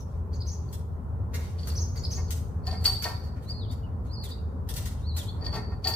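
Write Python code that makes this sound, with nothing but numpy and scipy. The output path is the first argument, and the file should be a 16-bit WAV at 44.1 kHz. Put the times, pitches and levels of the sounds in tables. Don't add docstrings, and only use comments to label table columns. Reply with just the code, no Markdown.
import sys
import numpy as np
from scipy import signal
from scipy.fft import rfft, irfft
from scipy.io import wavfile
from scipy.ndimage import uniform_filter1d

SR = 44100
rng = np.random.default_rng(int(sys.argv[2]) if len(sys.argv) > 2 else 0)


def unload_wav(signal):
    wavfile.write(
        sys.argv[1],
        SR,
        np.round(np.clip(np.atleast_2d(signal).T, -1, 1) * 32767).astype(np.int16),
    )


def level_to_linear(level):
    exponent = np.asarray(level, float) / 20
    return 10 ** exponent


N = 262395
TIME = np.arange(N) / SR
CUTOFF_HZ = 16900
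BIRD_PAN_DB = 2


def rms_one(x):
    return x / np.sqrt(np.mean(x ** 2) + 1e-20)


def at_hz(points, hz):
    points_hz, values = np.transpose(points)
    return np.interp(np.log(hz), np.log(points_hz + 1e-9), values)


def filtered(x, order, edge_hz, kind):
    return signal.sosfilt(signal.butter(order, edge_hz, kind, fs=SR, output="sos"), x)


def drift(rate_hz):
    r = np.exp(-80 * np.pi * rate_hz / SR)
    slow = signal.lfilter([1], [1, -2 * r, r * r], rng.standard_normal(N // 40 + 2002))[2000:]
    return np.interp(np.arange(N) / 40, np.arange(len(slow)), rms_one(slow))


def ring(force, hz, t60_s):
    r = level_to_linear(-60 / (t60_s * SR))
    w = 2 * np.pi * hz / SR
    return signal.lfilter([0, np.sin(w)], [1, -2 * r * np.cos(w), r * r], force + 1e-18)


def contacts(times, lengths, levels_db, grain_db):
    out = np.zeros(N)
    for start_s, length_s, level_db in zip(times, lengths, levels_db):
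        age = np.arange(9000) / SR / max(length_s, .002)
        grains = rng.standard_normal(9000) * level_to_linear(grain_db * rng.standard_normal(9000))
        swell = np.minimum(2.19 * age, 1) ** 2 * np.exp(-age ** 2)
        chatter = level_to_linear(level_db) * rms_one(grains) * swell
        at = max(round(start_s * SR), 0)
        out[at:at + 9000] += chatter[:N - at]
    return out


def place(x, pan_db, lag):
    cycles = np.arange(N // 2 + 1) / N
    left = irfft(rfft(x) * np.exp(-2j * np.pi * cycles * lag), N)
    return np.array([left * level_to_linear(pan_db / 2), x * level_to_linear(-pan_db / 2)])


def rumble():
    # pitch_hz, level_db (per Hz)
    colour = [(12, -70), (20, -49), (43, -22), (50, -10), (63, -5.5), (81, -0.5), (146, -18), (216, -16.5),
              (328, -42.5), (367, -23), (660, -34), (949, -32.5), (3530, -68.5), (5680, -80),
              (16000, -69.5)]
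    # pitch_hz, likeness (0 to 1)
    likeness = [(60, 0.86), (125, 0.95), (250, 0.85), (500, 0.5), (1000, 0), (3000, 0.06), (12000, 0.)]
    # pitch_hz, left_minus_right_db
    left_db = [(60, 0.5), (240, 0.5), (950, 0.5), (3770, -4.5), (15000, -6.5)]
    out = 0
    edges_hz = 22 * 2 ** np.arange(0, 9.7, .4)
    gust = drift(2.3)
    white = rng.standard_normal((2, 2, N + SR // 4))
    for k, (low, high) in enumerate(zip(edges_hz, edges_hz[1:])):
        mid, side = filtered(white[k % 2], 2, [low, high], "band")[:, SR // 4:]
        centre = np.sqrt(low * high)
        alike = np.clip(at_hz(likeness, centre), -1, 1)
        tilt_db = at_hz(left_db, centre) / 2 * np.array([[1], [-1]])
        gain = level_to_linear(at_hz(colour, centre) + 1.0 * drift(2.8) + 0.81 * gust + tilt_db)
        out = out + gain * (np.sqrt(1 + alike) * mid + np.sqrt(1 - alike) * side * [[1], [-1]])
    out = filtered(out, 2, 6100, "low")
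    steady_db, passing_s, passing_width_s, passing_db = -48, 5.48, 0.16, 3.0
    level_db = steady_db + passing_db * np.exp(-((TIME - passing_s) / passing_width_s) ** 2)
    return level_to_linear(level_db + 14.5) * rms_one(out)


def engine():
    # time_s, level_db
    labour = [(0., -34), (1.2, -34.5), (2., -30), (2.7, -31), (3.3, -38), (4.2, -42), (4.9, -30.5),
              (5.95, -42.5)]
    # order (times the engine rate), level_db
    orders = [(2, -12), (3, 0.), (4, -12), (5, -16), (6, -16)]
    rate_hz, waver_hz = 27.19, 0.899
    drone_db = np.interp(TIME, *np.transpose(labour))
    phase = 2 * np.pi * np.cumsum(rate_hz + waver_hz * drift(7.5)) / SR
    drone = 0
    for order, db in orders:
        drone = drone + level_to_linear(drone_db + db + 1.9 * drift(28)) * np.sin(round(order) * phase)
    return place(drone, pan_db=2.5, lag=7.8)


def voice(hz):
    overtones_db = (-27, -34)
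    phase = 2 * np.pi * np.cumsum(hz) / SR
    second = level_to_linear(overtones_db[0]) * np.sin(2 * phase)
    third = level_to_linear(overtones_db[1]) * np.sin(3 * phase) * (3 * hz < CUTOFF_HZ)
    return np.sin(phase) + second + third


def songbird():
    # time (share of the span), pitch (share of crest), level_db
    motif = [(-.36, .88, -40), (-.19, .8, -15), (0., 1., 0.), (.2, .86, -10), (.42, .91, -3), (.64, .7, -7),
             (.8, .59, -26), (.99, .95, -5), (1.09, .98, -16)]
    undervoice = [(.85, .64, -24), (1., .76, -6), (1.12, .79, -22)]
    pip = [(0., 1., -9.5), (.3, 1.02, 1), (.8, .99, -6), (1., 0.834, -15)]
    # crest_s, span_s, crest_hz, level_db, crest_accent_db
    songs = [
        (2.776, .184, 4890, -56, 8.),
        (3.508, .204, 4860, -53, 9.),
        (4.138, .187, 5060, -49, -2.),
        (5.078, .217, 4600, -51, -1.),
    ]
    pips = [
        (3.831, 0.044, 2890, -67.5, 0.),
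        (4.379, 0.025, 2780, -70, 0.016),
        (4.98, 0.029, 3100, -73, 0.),
    ]
    out = np.zeros(N)
    for shape, sung in ((motif, songs), (undervoice, songs), (pip, pips)):
        share, pitch_share, shape_db = np.transpose(shape)
        for crest_s, span_s, hz, level_db, accent_db in sung:
            first, last = crest_s + span_s * share[0], crest_s + span_s * share[-1]
            at = slice(round(first * SR), round(last * SR))
            u = (TIME[at] - crest_s) / span_s
            pitch_hz = uniform_filter1d(hz * np.interp(u, share, pitch_share), size=400, mode="nearest")
            stress_db = np.interp(u, share, shape_db) + accent_db * np.exp(-(u / 0.096) ** 2)
            fade = signal.windows.tukey(len(u), .06)
            out[at] += level_to_linear(level_db + stress_db + 10) * fade * voice(pitch_hz)
    return out * level_to_linear(2.94 * drift(60))


def sparrow():
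    # start_s (into the call), length_s, top_hz, falls_to_hz, level_db
    lead_call = [(0., .019, 4780, 4100, -8), (.006, .036, 6850, 4300, -12), (.074, .02, 5100, 3900, 0.)]
    double_call = [(0., .035, 6330, 4000, 0.), (.035, .044, 6700, 5300, -5)]
    # start_s, pitch_factor, level_db, extra_db of the last note
    leads = [
        (.329, .985, -39, 1.),
        (1.961, 1.01, -31, 0.),
    ]
    doubles = [
        (-.065, .96, -44, 0.),
        (.462, 1.005, -39, 0.),
        (1.752, .98, -34.5, 4.),
        (2.104, 1., -34, -1.),
    ]
    foot_hz, arch_power, arch_edge = 4200, 2.5, 15
    out = np.zeros(N + SR)
    for notes, calls in ((lead_call, leads), (double_call, doubles)):
        for start_s, pitch, call_db, last_db in calls:
            for note in notes:
                note_s, length_s, top_hz, to_hz, note_db = note
                u = np.linspace(-1, 1, round(length_s * SR))
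                end_hz = np.where(u < 0, foot_hz, to_hz)
                hz = top_hz - (top_hz - end_hz) * np.abs(u) ** arch_power
                swell = (1 - np.abs(u) ** arch_edge) ** .8 * level_to_linear(4.0 * u)
                level_db = call_db + note_db + last_db * (note is notes[-1])
                at = round((start_s + note_s) * SR) + SR
                out[at:at + len(u)] += level_to_linear(level_db) * swell * voice(pitch * hz)
    return out[SR:] * level_to_linear(-3.74 + 1.4 * drift(74))


def scuffs():
    # start_s, level_db, length_s
    slides = [(0., -65.5, 0.23), (0.319, -55.5, 0.03), (0.41, -80, 0.025), (0.49, -65, 0.36),
              (1.364, -52, 0.14), (1.52, -55, 0.17), (2.093, -48, 0.044), (2.671, -53.5, 0.09),
              (3.25, -57.5, 0.029), (3.467, -51.5, 0.044), (4.041, -54.5, 0.029), (4.1, -65, 0.03),
              (4.979, -57.5, 0.037), (5.413, -58, 0.088)]
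    start_s, level_db, length_s = np.transpose(slides)
    return filtered(contacts(start_s, length_s, level_db, grain_db=1.5), 1, [1500, 9000], "band")


def snaps():
    # start_s, bright_peak_db, dull_knock_db, length_s, left_minus_right_db
    clicks = [(0, -47, -78, 0.012, 16), (0.725, -35, -50, 0.012, 3), (1.33, -60, -44.5, 0.02, -2),
              (1.34, -31.5, -34.5, 0.011, 0), (1.671, -31, -43.5, 0.01, 6), (1.953, -42.5, -49, 0.018, -2),
              (2.305, -26.5, -46, 0.01, 7), (2.841, -24.5, -39, 0.011, -4),
              (3.0215, -24.5, -37.5, 0.01, -3), (3.361, -68, -50, 0.015, -2), (3.414, -49, -60, 0.032, -5),
              (3.71, -40.5, -54.5, 0.015, -7.5), (4.237, -31, -47.5, 0.0077, 3),
              (4.286, -40.5, -53, 0.011, -3.5), (4.688, -28, -43, 0.009, 7),
              (4.738, -34.5, -63, 0.0085, 18), (4.757, -29.5, -43.5, 0.018, 1),
              (4.854, -31.5, -45.5, 0.013, 11), (5.161, -28, -45, 0.02, 0), (5.5615, -77, -49.5, 0.022, 8)]
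    # pitch_hz, level_db (per Hz)
    crackle_colour = [(1530, -22), (2600, -10.5), (2960, 2), (3520, 0.5), (4890, 1), (8980, -0.5),
                      (9840, 1.5), (11100, -5), (14300, 3.5), (16000, -22)]
    # pitch_hz, width_hz, level_db
    faint_rings = [(8600, 100, -12), (10600, 120, -6.5), (13100, 150, -30)]
    start_s, bright_db, knock_db, length_s, pan_db = np.transpose(clicks)
    crackle = contacts(start_s - .002, length_s, bright_db - 16.0, grain_db=5.5)
    colour = level_to_linear(at_hz(crackle_colour, np.linspace(1, SR / 2, 65)) + 9.5)
    taps = signal.minimum_phase(signal.firwin2(129, np.linspace(0, 1, 65), colour ** 2))
    bright = signal.lfilter(taps, 1, crackle)
    rings = sum(level_to_linear(db - 18.5) * ring(crackle, hz, 0.74 / width_hz) for hz, width_hz, db in faint_rings)
    thud = contacts(start_s - .002, length_s, knock_db - 0.5, grain_db=1.0)
    knock_hz, knock_width_hz = 2120, 370
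    knock = level_to_linear(-10.5) * ring(thud, knock_hz, 1.04 / knock_width_hz)
    knock += level_to_linear(1.5) * filtered(thud, 1, [1200, 4500], "band")
    latest = np.clip(np.searchsorted(start_s, TIME + 0.0075) - 1, 0, None)
    return bright + rings + knock, pan_db[latest]


def strike(force, times, modes, uneven_db):
    latest = np.clip(np.searchsorted(times, TIME) - 1, 0, None)
    shares = level_to_linear(uneven_db * rng.standard_normal((len(times), len(modes))))
    out = 0
    for k, (hz, db, t60_s) in enumerate(modes):
        out = out + level_to_linear(db) * ring(force * shares[latest, k], hz, t60_s)
    return out


def tube():
    # start_s, ring_peak_db, low_body_db,
    # hard_contact_db
    clinks = [(0.68, -60, -74, -53), (1.014, -58.5, -60, -72), (1.576, -47.5, -53, -81),
              (1.625, -50, -69, -77), (1.692, -42.5, -58, -68), (2.16, -44, -38, -52),
              (2.219, -72, -65, -69), (2.27, -51, -56, -59), (2.629, -54, -43.5, -83),
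              (2.66, -37.5, -32.5, -44.5), (2.704, -43, -32, -61), (2.802, -50, -44, -47),
              (2.847, -15.5, -30, -34), (2.895, -34, -43, -59), (3.036, -27, -22.5, -63),
              (3.069, -35, -31, -54), (3.104, -52, -60, -62), (3.223, -60.5, -81, -50),
              (4.575, -65, -67.5, -79.5), (5.406, -47, -44, -80), (5.442, -34.5, -38.5, -64),
              (5.519, -39, -31.5, -58), (5.533, -36.5, -28.5, -47), (5.69, -63, -39.5, -84),
              (5.751, -69, -69, -108), (5.836, -26.5, -28.5, -55), (5.865, -25, -29, -31),
              (5.888, -36, -35, -56), (5.928, -39, -50, -48)]
    # pitch_hz, level_db, t60_s
    body_modes = [(430, -10, .08), (762, 0, .12), (830, -5, .06), (890, -6, .09), (963, -5, .1),
                  (1038, -5, .1), (1147, -4, .07), (1358, -5, .06), (1560, -8, .05), (1834, -2, .05),
                  (2150, -10, .05), (2550, -11, .04)]
    # pitch_hz, level_db, t60_s
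    wall_modes = [(3080, -21, .04), (3400, -15, .05), (3560, -17, .05), (4170, -17, .06), (4425, -13, .09),
                  (4500, -10, .08), (4535, -12, .4), (4548, 3, .085), (4572, -15, .3), (4650, -11, .08),
                  (4990, -15, .07), (5200, -15, .07)]
    # pitch_hz, level_db, t60_s
    clamp_modes = [(6380, -8, .12), (7040, -5, .12), (8300, -4, .1), (8440, 0, .14), (10480, -9, .1),
                   (12340, -5, .1), (12400, 0, .2), (12570, -6, .1), (12710, -6, .1), (14400, -9, .08)]
    start_s, ring_db, body_db, hiss_db = np.transpose(clinks)
    length_s = 0.014 * level_to_linear(2.0 * rng.standard_normal(len(start_s)))
    wall = contacts(start_s, 1.39 * length_s, ring_db - 25, grain_db=2.0)
    wall = strike(wall, start_s, wall_modes, uneven_db=2.5)
    wall = wall * level_to_linear(5 * drift(52))
    dull = contacts(start_s + .005, 2.76 * length_s, body_db - 33.5, grain_db=4.0)
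    body = strike(dull, start_s, body_modes, uneven_db=3.0)
    rattle = level_to_linear(25) * filtered(dull, 1, [700, 4200], "band")
    ring_share = .6
    clamp_db = ring_share * ring_db + (1 - ring_share) * hiss_db - 19
    clamp = contacts(start_s, length_s, clamp_db - 15, grain_db=2.0)
    clamp = strike(clamp, start_s, clamp_modes, uneven_db=3.0)
    hiss = filtered(contacts(start_s, 2.2 * length_s, hiss_db - 2, grain_db=4.0), 2, 3500, "high")
    return wall + body + rattle + clamp + hiss


def yard(x):
    # delay_s, level_db, smear_s
    bounces = [
        (0.012, -2.5, 0.013),
        (.03, -38.5, 0.023),
        (.055, -12.5, .015),
        (0.073, -15.5, 0.023),
    ]
    t60_s, tail_db, tail_cut_hz = 0.81, -4, 11300
    age = TIME[:SR // 2]
    echoes = 0
    for delay_s, db, smear_s in bounces:
        echoes = echoes + level_to_linear(2 * db) * np.exp(-((age - delay_s) / smear_s) ** 2) / smear_s / np.sqrt(np.pi)
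    decay = 2 * np.log(1000) / t60_s * level_to_linear(-120 * age / t60_s)
    tail = level_to_linear(2 * tail_db) * decay * np.minimum(age / 0.0033, 1)
    early, late = rng.standard_normal((2, 2, len(age))) / np.sqrt(SR)
    late = filtered(late, 1, tail_cut_hz, "low")
    response = early * np.sqrt(echoes) + late * np.sqrt(tail)
    return signal.fftconvolve(x[None], response, axes=1)[:, :N]


def scene():
    background = rumble() + engine()
    song = songbird()
    chirps = sparrow()
    clicks, clicks_pan_db = snaps()
    clicks = clicks + scuffs()
    metal = tube()
    direct = place(metal, pan_db=2.5, lag=-2.25) + place(clicks, clicks_pan_db, lag=3.4)
    direct += place(chirps, BIRD_PAN_DB, lag=0.81) + place(song, BIRD_PAN_DB, lag=-2.6)
    wet = level_to_linear(-3.0) * metal + level_to_linear(7.5) * clicks + chirps + level_to_linear(-3.0) * song
    return direct + yard(wet) + background


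def denoise(x):
    # threshold_db, deepest_cut_db, share of the loudest treble that opens all bands
    gate = (-80.5, -28.5, 0.036)
    threshold_db, cut_db, share = gate
    hz, _, bins = signal.stft(x, SR, nperseg=1024)
    power = np.mean(np.abs(bins) ** 2, axis=0)
    power = uniform_filter1d(uniform_filter1d(power, size=9, axis=0), size=3, axis=1)
    power = power + share * power[hz > 5200].max(axis=0)
    gain = level_to_linear(cut_db) + (1 - level_to_linear(cut_db)) * power / (power + level_to_linear(2 * threshold_db))
    gain = np.where(hz[:, None] > 1500, gain, 1)
    return signal.istft(bins * gain, SR)[1][:, :N]


def low_pass(x):
    return signal.sosfilt(signal.butter(12, 16410, fs=SR, output="sos"), x)


def record(dry):
    hiss = level_to_linear(-59.5) * rng.standard_normal(dry.shape)
    clean = denoise(dry + hiss)
    mix = signal.sosfilt(signal.cheby2(12, 70, CUTOFF_HZ, fs=SR, output="sos"), clean)
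    return low_pass(mix)


dry = scene()
out = record(dry)
unload_wav(out)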